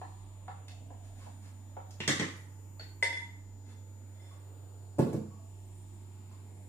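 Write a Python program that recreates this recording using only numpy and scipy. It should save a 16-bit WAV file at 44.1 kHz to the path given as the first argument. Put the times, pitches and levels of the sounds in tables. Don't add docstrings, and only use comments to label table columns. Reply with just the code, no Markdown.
import sys
import numpy as np
from scipy import signal
from scipy.fft import rfft, irfft, next_fast_len
from scipy.io import wavfile
from scipy.ndimage import uniform_filter1d

SR = 44100
rng = np.random.default_rng(int(sys.argv[2]) if len(sys.argv) > 2 else 0)


def volts_from_decibels(level):
    exponent = np.asarray(level, float) / 20
    return 10 ** exponent


def wrap_up_sound(samples):
    columns = np.atleast_2d(samples).T
    tamed = np.clip(columns, -1, 1)
    steps = np.round(tamed * 32767).astype(np.int16)
    wavfile.write(sys.argv[1], SR, steps)


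N = 294984
T = np.arange(N) / SR

SHAFT_ORDERS = (2, 4, 6, 13, 17, 18, 19, 20)
SHAFT_ORDER_DB = (-48.5, -84.5, -71.5, -80.5, -89.5, -76, -83, -82.5)
CYCLE_STARTS_S = (.250, 2.473)
CYCLE_COUNTS = (3, 7)
# freq_hz, density_db_per_hz
AIR_COLOUR = [(20, -12.5), (34, 1), (50, -13), (80, -1), (150, -3), (300, -4), (520, -11), (900, -14),
              (1500, -22), (6500, -29), (7700, -23), (8600, -21), (9800, -28), (15500, -29)]
# start_s, length_s, level_db
SWELLS = [
    (0, .56, -59.5),
    (.6, .85, -63),
    (1.55, 0.88, -65),
    (2.47, .68, -64),
    (3.3, 0.48, -62),
    (5.35, 0.85, -65),
]
# start_s, peak_db, treble_db
PATS = [
    (.014, -37.5, 0.5),
    (.480, -36, 2),
    (.904, -45, -4),
    (1.265, -43.5, -10),
    (1.767, -37, -9),
    (2.795, -56, -10),
]
# freq_hz, level_db, t60_s
FULL_DISH_MODES = [(700, -5, .06), (739, 0, .13), (832, -4, .09), (964, -8, .11), (1100, -20, .07),
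                   (408, -15, .07)]
# freq_hz, density_db_per_hz
PAT_COLOUR = [(200, -30), (350, -12), (600, -8), (780, 0), (1100, -13), (1500, -20), (2500, -27),
              (4000, -35), (9000, -54)]
# start_s, peak_db, centre_hz,
# width_hz
SMACKS = [(0.016, -73.5, 4164, 40), (.682, -56.5, 3720, 5700), (1.209, -69, 1110, 150),
          (1.908, -60.5, 5750, 6000), (2.004, -43, 2660, 1400), (2.369, -67, 10500, 5000),
          (2.797, -59, 3650, 2450), (4.309, -67.5, 1100, 150), (5.305, -67.5, 1120, 60.2),
          (5.39, -63, 660, 40.3), (5.746, -80, 8300, 200), (3.027, -60, 13040, 4030),
          (6.312, -69, 1070, 150)]
# start_s, length_s, sleeve_db, glass_db
STROKES = [
    (1.007, .1, -69, -99),
    (1.109, 0.24, -65, -99),
    (1.386, 0.13, -65.5, -99),
    (3.621, 0.15, -65, -70.5),
    (4.08, 0.3, -77, -71.5),
    (4.28, 0.11, -71.5, -107),
    (6.267, 0.112, -70.5, -99),
]
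# freq_hz, density_db_per_hz
SLEEVE_COLOUR = [(300, 3.5), (900, 4), (2500, -3.5), (5000, -5), (9000, -6.5), (14000, -20)]
# freq_hz, level_db, t60_s
STROKED_DISH_MODES = [(945, -6, .12), (2064, 0, .12), (3478, -4, .12), (5240, 1, .12), (7300, -5, .05),
                      (8540, -4, .05), (9680, -10, .08)]
# start_s, peak_db, treble_db
KNOCKS = [
    (2.002, -35, 1),
    (2.077, -20, 10),
    (2.084, -25, 0.5),
    (2.196, -26, -2.5),
    (2.207, -39, 1),
]
# freq_hz, level_db, t60_s
POT_MODES = [(1066, -9, 0.26), (1398, -14, .15), (1886, -23, 0.52), (1995, -3, 0.28), (1950, -14, .1),
             (2320, 4.5, 0.11), (2935, -11, .3), (2950, -5, 0.26), (3230, 7.5, 0.12), (3500, -2, 0.24),
             (3865, -2.5, .15), (4400, 5, 0.05), (5420, 4, 0.083), (5720, -25, 0.19), (6470, -18.5, 0.18),
             (6650, -24, .2)]
# freq_hz, density_db_per_hz
KNOCK_COLOUR = [(150, -17), (400, -3.5), (560, -9.5), (1100, -7.5), (1650, -8), (1950, 3.5), (2600, -12.5),
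                (3400, -5.5), (4500, -13.5), (6500, -10.5), (8500, -18.5), (11000, -32), (15000, -39.5)]
# start_s, peak_db, treble_db
BOOMS = [
    (2.003, -33.5, -5.5),
    (2.079, -27.5, -5.5),
    (2.092, -24.5, 7),
    (2.198, -24, -12.5),
    (2.215, -29, -2),
]
# freq_hz, level_db, t60_s
CASE_MODES = [(146, -3.5, 0.36), (182, 1.5, 0.1), (238.3, -8, 0.14), (293, -2.5, 0.12), (369, 0, 0.073),
              (419, -8, 0.18), (590, -6, 0.045)]
# start_s, peak_db, treble_db
TINKS = [
    (2.795, -39, -12.5),
    (2.866, -64, -2),
]
# freq_hz, level_db, t60_s
RIM_MODES = [(4380, -4, .3), (4420, 0, .25), (4480, -6, .1), (1530, -3, .06), (1700, -4, .06),
             (1400, -7, .05), (640, -8, .06), (6820, -20, .1)]
# start_s, peak_db, treble_db
CLINKS = [
    (3.026, -19, -3.5),
    (3.033, -22, 3),
    (3.043, -36.5, 10.5),
    (3.128, -33, -5),
    (3.171, -36.5, -2),
]
# freq_hz, level_db, t60_s
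EMPTY_DISH_MODES = [(393, -24, 0.19), (935.8, -9, 0.34), (2060, 3.5, 0.12), (2052, 4, 0.32),
                    (2116, -7.5, 0.12), (3462, -4.5, 0.19), (4500, -12, 0.072), (5260, -18, 0.36),
                    (7300, -21.5, 0.28), (8560, -15.5, 0.23), (8700, -17.5, 0.141), (9100, -21, 0.22),
                    (9600, -26, 0.22), (10150, -28.5, .15), (11640, -29, 0.069)]
# freq_hz, density_db_per_hz
CLINK_COLOUR = [(250, -37.5), (420, 3.5), (900, -9), (1200, -16), (1800, 9), (2600, -4.5), (5000, 0),
                (9000, -12.5), (12000, -25.5), (15000, -37.5)]
# start_s, peak_db, treble_db
LANDINGS = [
    (4.984, -27.5, 11),
    (4.991, -16, 4),
    (4.999, -21, 5),
    (5.021, -36, 7.5),
    (5.068, -28, 6),
    (5.129, -34, 11.5),
    (5.144, -22.5, -18.5),
    (5.205, -37.5, -10),
    (5.275, -58, -16),
]
# freq_hz, level_db, t60_s
TABLE_MODES = [(129.5, -6.5, 0.065), (157, 0.5, 0.14), (214.6, -8, 0.44), (302, 1, 0.1), (331, 2.5, 0.069),
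               (444, -3.5, 0.1), (481, 2.5, 0.045), (540, -4, 0.059), (671.5, -16, 0.26),
               (843, -14.5, 0.079), (940, -20, 0.09), (1120, -23.5, 0.11), (1470, -33, 0.033)]
# freq_hz, density_db_per_hz
LANDING_COLOUR = [(59, -3.5), (100, -29.5), (123, -5), (337, -2.5), (407, -6.5), (885, -28.5), (1240, -38),
                  (1530, -37), (1840, -45), (8340, -52.5), (15000, -59)]
# start_s, peak_db, treble_db
GRAZES = [
    (5.745, -71.5, 3),
    (5.775, -69, -1.5),
    (5.81, -71.5, 0),
    (5.935, -75, 0),
]
# freq_hz, level_db, t60_s
CUP_MODES = [(8330, 0, .12), (8800, -8, .08), (9060, -3, .1), (9500, -1, .1), (10750, -4, .14)]
# freq_hz, t60_s
ROOM_T60 = [(100, 0.65), (300, 0.31), (1000, 0.56), (3000, 0.47), (8000, 0.45), (14000, 0.41)]
# freq_hz, level_db
ROOM_SHARE = [(80, -1.5), (150, -4.5), (400, 1.5), (550, -3.5), (1000, 1), (3000, 1), (9000, -2),
              (15000, -4)]
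# freq_hz, likeness_0_to_1
LIKENESS = [(60, 0.5), (130, 1), (290, 0.84), (640, 0.43), (1410, 0), (3100, 0), (6820, 0.15),
            (15000, 0.14)]
# freq_hz, difference_db
PORTS = [(60, -3), (200, -4.5), (400, -2.5), (800, -2), (1600, -1.5), (4500, 0), (6500, 3), (7700, -1.5),
         (8800, -6.5), (11000, -3.5), (15000, -1)]


def along(table, hz):
    points_hz, values = np.array(table).T
    return np.interp(np.log(np.maximum(hz, 1)), np.log(points_hz), values)


def unit(x):
    return x / np.sqrt(np.sum(x ** 2))


def colour(x, table):
    gain_db = along(table, np.fft.rfftfreq(4096, 1 / SR))
    cepstrum = irfft(np.log(volts_from_decibels(gain_db)))
    cepstrum[1:2048] *= 2
    cepstrum[2049:] = 0
    response = unit(irfft(np.exp(rfft(cepstrum))))
    return signal.fftconvolve(x, response)[:len(x)]


def walk(rate_hz):
    hold = int(SR / rate_hz)
    steps = np.repeat(rng.standard_normal(N // hold + 1), hold)
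    return 1.41 * uniform_filter1d(uniform_filter1d(steps, hold), hold)[:N]


def noise_bands(size):
    f = np.fft.rfftfreq(size, 1 / SR)
    like = np.clip(along(LIKENESS, f), 0, 1)
    shares = np.sqrt([(1 + like) / 2, (1 - like) / 2])
    mid, side = rfft(rng.standard_normal((2, size))) * shares
    stereo = np.array([mid + side, mid - side])
    for hz in 22 * 2 ** (np.arange(30) / 3):
        octaves = abs(np.log2(np.maximum(f, 1) / hz))
        yield hz, irfft(np.clip(1 - 3 * octaves, 0, 1) * stereo, size)


def add(out, start_s, x):
    i = int(start_s * SR)
    out[..., i:i + x.shape[-1]] += x[..., :N - i]


def fridge():
    shaft_hz = 48.23
    turn = 2 * np.pi * shaft_hz * T + 0.095 * walk(2.095)
    out = np.zeros(N)
    for order, db in zip(SHAFT_ORDERS, SHAFT_ORDER_DB):
        level = volts_from_decibels(db + 0.056 * order * walk(3))
        out += np.sqrt(2) * level * np.sin(order * turn + order)
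    return out


def air():
    level_db = -59.5
    size = next_fast_len(N)
    mix = np.zeros((2, N))
    for hz, band in noise_bands(size):
        flicker_db = 3.45 * min(300 / hz, 1) ** 0.15
        mix += volts_from_decibels(flicker_db * walk(2.943)) * band[:, :N]
    gain = volts_from_decibels(along(AIR_COLOUR, np.fft.rfftfreq(size, 1 / SR)))
    out = irfft(rfft(mix, size) * gain, size)[:, :N]
    return volts_from_decibels(level_db) * out / out.std()


def whine():
    cool_hz, climb_hz, climb_at_s, climb_s = 6990, 139, 4.92, 0.53
    wander_hz, restart_hz, restart_s = 13, 25.02, 0.098
    cycle_s, gap_s = 0.6388, 0.018
    level_db, right_db = -65, -28.5
    runs = [start_s + cycle_s * np.arange(n) for start_s, n in zip(CYCLE_STARTS_S, CYCLE_COUNTS)]
    since_s = T - np.concatenate(runs)[:, None]
    hz = cool_hz + climb_hz * (1 + np.tanh((T - climb_at_s) / climb_s)) / 2
    hz += wander_hz * walk(5) + 11 * walk(40)
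    hz += restart_hz * np.sum((since_s > 0) * np.exp(-abs(since_s) / restart_s), axis=0)
    on = np.prod(abs(since_s) > gap_s / 2, axis=0)
    level = volts_from_decibels(level_db + 0.42 * walk(60)) * uniform_filter1d(1. * on, 60)
    tone = level * np.sin(2 * np.pi * np.cumsum(hz) / SR)
    return tone * volts_from_decibels(np.array([[3], [-0.5 + right_db]]))


def rumble():
    house_hz = 34.2
    swell = np.zeros(N)
    for start_s, length_s, db in SWELLS:
        swell += volts_from_decibels(db) * np.sin(np.pi * np.clip((T - start_s) / length_s, 0, 1))
    hz = house_hz + 1.5 * walk(5.1)
    return np.sqrt(2) * swell * volts_from_decibels(1.5 * walk(6)) * np.sin(2 * np.pi * np.cumsum(hz) / SR)


def ring(modes, treble_db=0., split=.004):
    scatter_db, flutter_db = 1.0, 3.5
    t = T[:SR // 2]
    out = np.zeros((2, len(t)))
    for hz, db, t60_s in modes:
        a, b = rng.standard_normal(2)
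        angle = np.arccos(np.clip(along(LIKENESS, hz), 0, 1)) / 2
        port_phase = np.sign(a) * angle * np.array([[1], [-1]])
        beat = np.sin(2 * np.pi * hz * t + port_phase)
        beat = beat + .5 * np.sin(2 * np.pi * hz * (1 + split) * t + a - port_phase)
        sweep = np.interp(t, np.linspace(0, .5, num=32), rng.standard_normal(32))
        flutter = min(hz / 4500, 1) * flutter_db * sweep
        tilt_db = treble_db * np.log2(hz / 500) / 3
        out += volts_from_decibels(db + scatter_db * b + flutter + tilt_db) * beat * 1000. ** (-t / t60_s)
    return np.sqrt(2) * unit(out)


def blows(events, modes, blow_colour, crack_db, crack_s, gain_db, push_s, split=0.015):
    out = np.zeros((3, N))
    t = T[:4096]
    push = 1 - np.exp(-T[:SR // 2] / push_s)
    for start_s, db, treble_db in events:
        crack = rng.standard_normal(4096) * np.exp(-t / crack_s) * (1 - np.exp(-t / push_s))
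        tilted = [(f, d + treble_db * np.log2(f / 500) / 3) for f, d in blow_colour]
        crack = colour(crack, tilted)
        add(out[:2], start_s, volts_from_decibels(db + gain_db) * ring(modes, treble_db, split) * push)
        add(out[2], start_s, volts_from_decibels(db + gain_db + crack_db) * unit(crack))
    return out


def pats():
    return blows(PATS, FULL_DISH_MODES, PAT_COLOUR, crack_db=-10, crack_s=.003, gain_db=25, push_s=.002)


def room(x):
    level_db, rise_s = 1.5, 0.0037
    wall_s, wall_db, wall_width_s = 0.034, 5, 0.0022
    t = T[:32768]
    tail = np.zeros((2, len(t)))
    for hz, band in noise_bands(len(t)):
        tail += volts_from_decibels(along(ROOM_SHARE, hz)) * band * 1000. ** (-t / along(ROOM_T60, hz))
    lump = volts_from_decibels(wall_db * np.exp(-((t - wall_s) / wall_width_s) ** 2))
    echo = volts_from_decibels(level_db) * np.sqrt(2) * unit(tail * lump * (1 - np.exp(-t / rise_s)))
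    return signal.fftconvolve(x[None], echo, axes=1)[:, :N]


def smacks():
    out = np.zeros(N)
    for start_s, db, hz, width_hz in SMACKS:
        b, a = signal.iirpeak(hz, hz / width_hz, SR)
        click = rng.standard_normal(2048) * np.exp(-T[:2048] / 0.008)
        click = signal.lfilter(b, a, signal.lfilter(b, a, click))
        add(out, start_s, volts_from_decibels(db + 29.5) * unit(click))
    return out


def strokes():
    slips = rng.standard_normal(N) * volts_from_decibels(2.5 * rng.exponential(size=N)) * volts_from_decibels(1.5 * walk(40))
    slips /= slips.std()
    sleeve, glass = np.zeros(N), np.zeros(N)
    for start_s, length_s, sleeve_db, glass_db in STROKES:
        swell = np.sin(np.pi * np.clip((T - start_s) / length_s, 0, 1)) ** 2
        sleeve += volts_from_decibels(sleeve_db) * swell
        glass += volts_from_decibels(glass_db) * swell
    dish = ring(STROKED_DISH_MODES)[0]
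    return colour(slips * sleeve, SLEEVE_COLOUR) + signal.fftconvolve(slips * glass, dish)[:N]


def knocks():
    return blows(KNOCKS, POT_MODES, KNOCK_COLOUR, crack_db=3.5, crack_s=0.012, gain_db=16.0, push_s=0.00033)


def booms():
    return blows(BOOMS, CASE_MODES, LANDING_COLOUR, crack_db=-9.5, crack_s=0.013, gain_db=24.5, push_s=0.00075)


def tinks():
    return blows(TINKS, RIM_MODES, CLINK_COLOUR, crack_db=-13.5, crack_s=.02, gain_db=23.5, push_s=0.0013)


def clinks():
    return blows(CLINKS, EMPTY_DISH_MODES, CLINK_COLOUR, crack_db=-16.5, crack_s=0.0031, gain_db=25.5,
                 push_s=0.00047, split=0.005)


def landings():
    return blows(LANDINGS, TABLE_MODES, LANDING_COLOUR, crack_db=-7.0, crack_s=0.01, gain_db=26.0, push_s=0.0012)


def grazes():
    return blows(GRAZES, CUP_MODES, CLINK_COLOUR, crack_db=-30, crack_s=.01, gain_db=34.5, push_s=.004)[:2]


def scene():
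    ring_room_db = -8
    hits = pats() + knocks() + booms() + tinks() + clinks() + landings()
    hits = signal.sosfilt(signal.butter(4, 105, "high", fs=SR, output="sos"), hits)
    rings = hits[:2]
    rough = hits[2] + smacks() + strokes()
    echo = room(rough + volts_from_decibels(ring_room_db) * rings[0])
    steady = fridge() + air() + whine() + rumble()
    return rings + rough + echo + steady + grazes()


def roll_off(x):
    return signal.sosfilt(signal.butter(12, 16400, fs=SR, output="sos"), x)


def record(dry):
    port_lag_s, top_hz = 1.2e-4, 15550
    gain_s, threshold_db = 0.12, -39.5
    f = np.fft.rfftfreq(N, 1 / SR)
    tilt_db = along(PORTS, f) / 2
    lag = np.exp(-2j * np.pi * f * np.array([[0], [port_lag_s]]))
    x = irfft(rfft(dry) * volts_from_decibels(np.array([tilt_db, -tilt_db])) * lag * (f < top_hz), N)
    k = 1 / (gain_s * SR)
    loud = signal.lfilter([k], [1, k - 1], np.abs(x).mean(axis=0))
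    mix = x / np.maximum(loud / volts_from_decibels(threshold_db), 1) ** 0.11
    return roll_off(mix)


dry = scene()
out = record(dry)
wrap_up_sound(out)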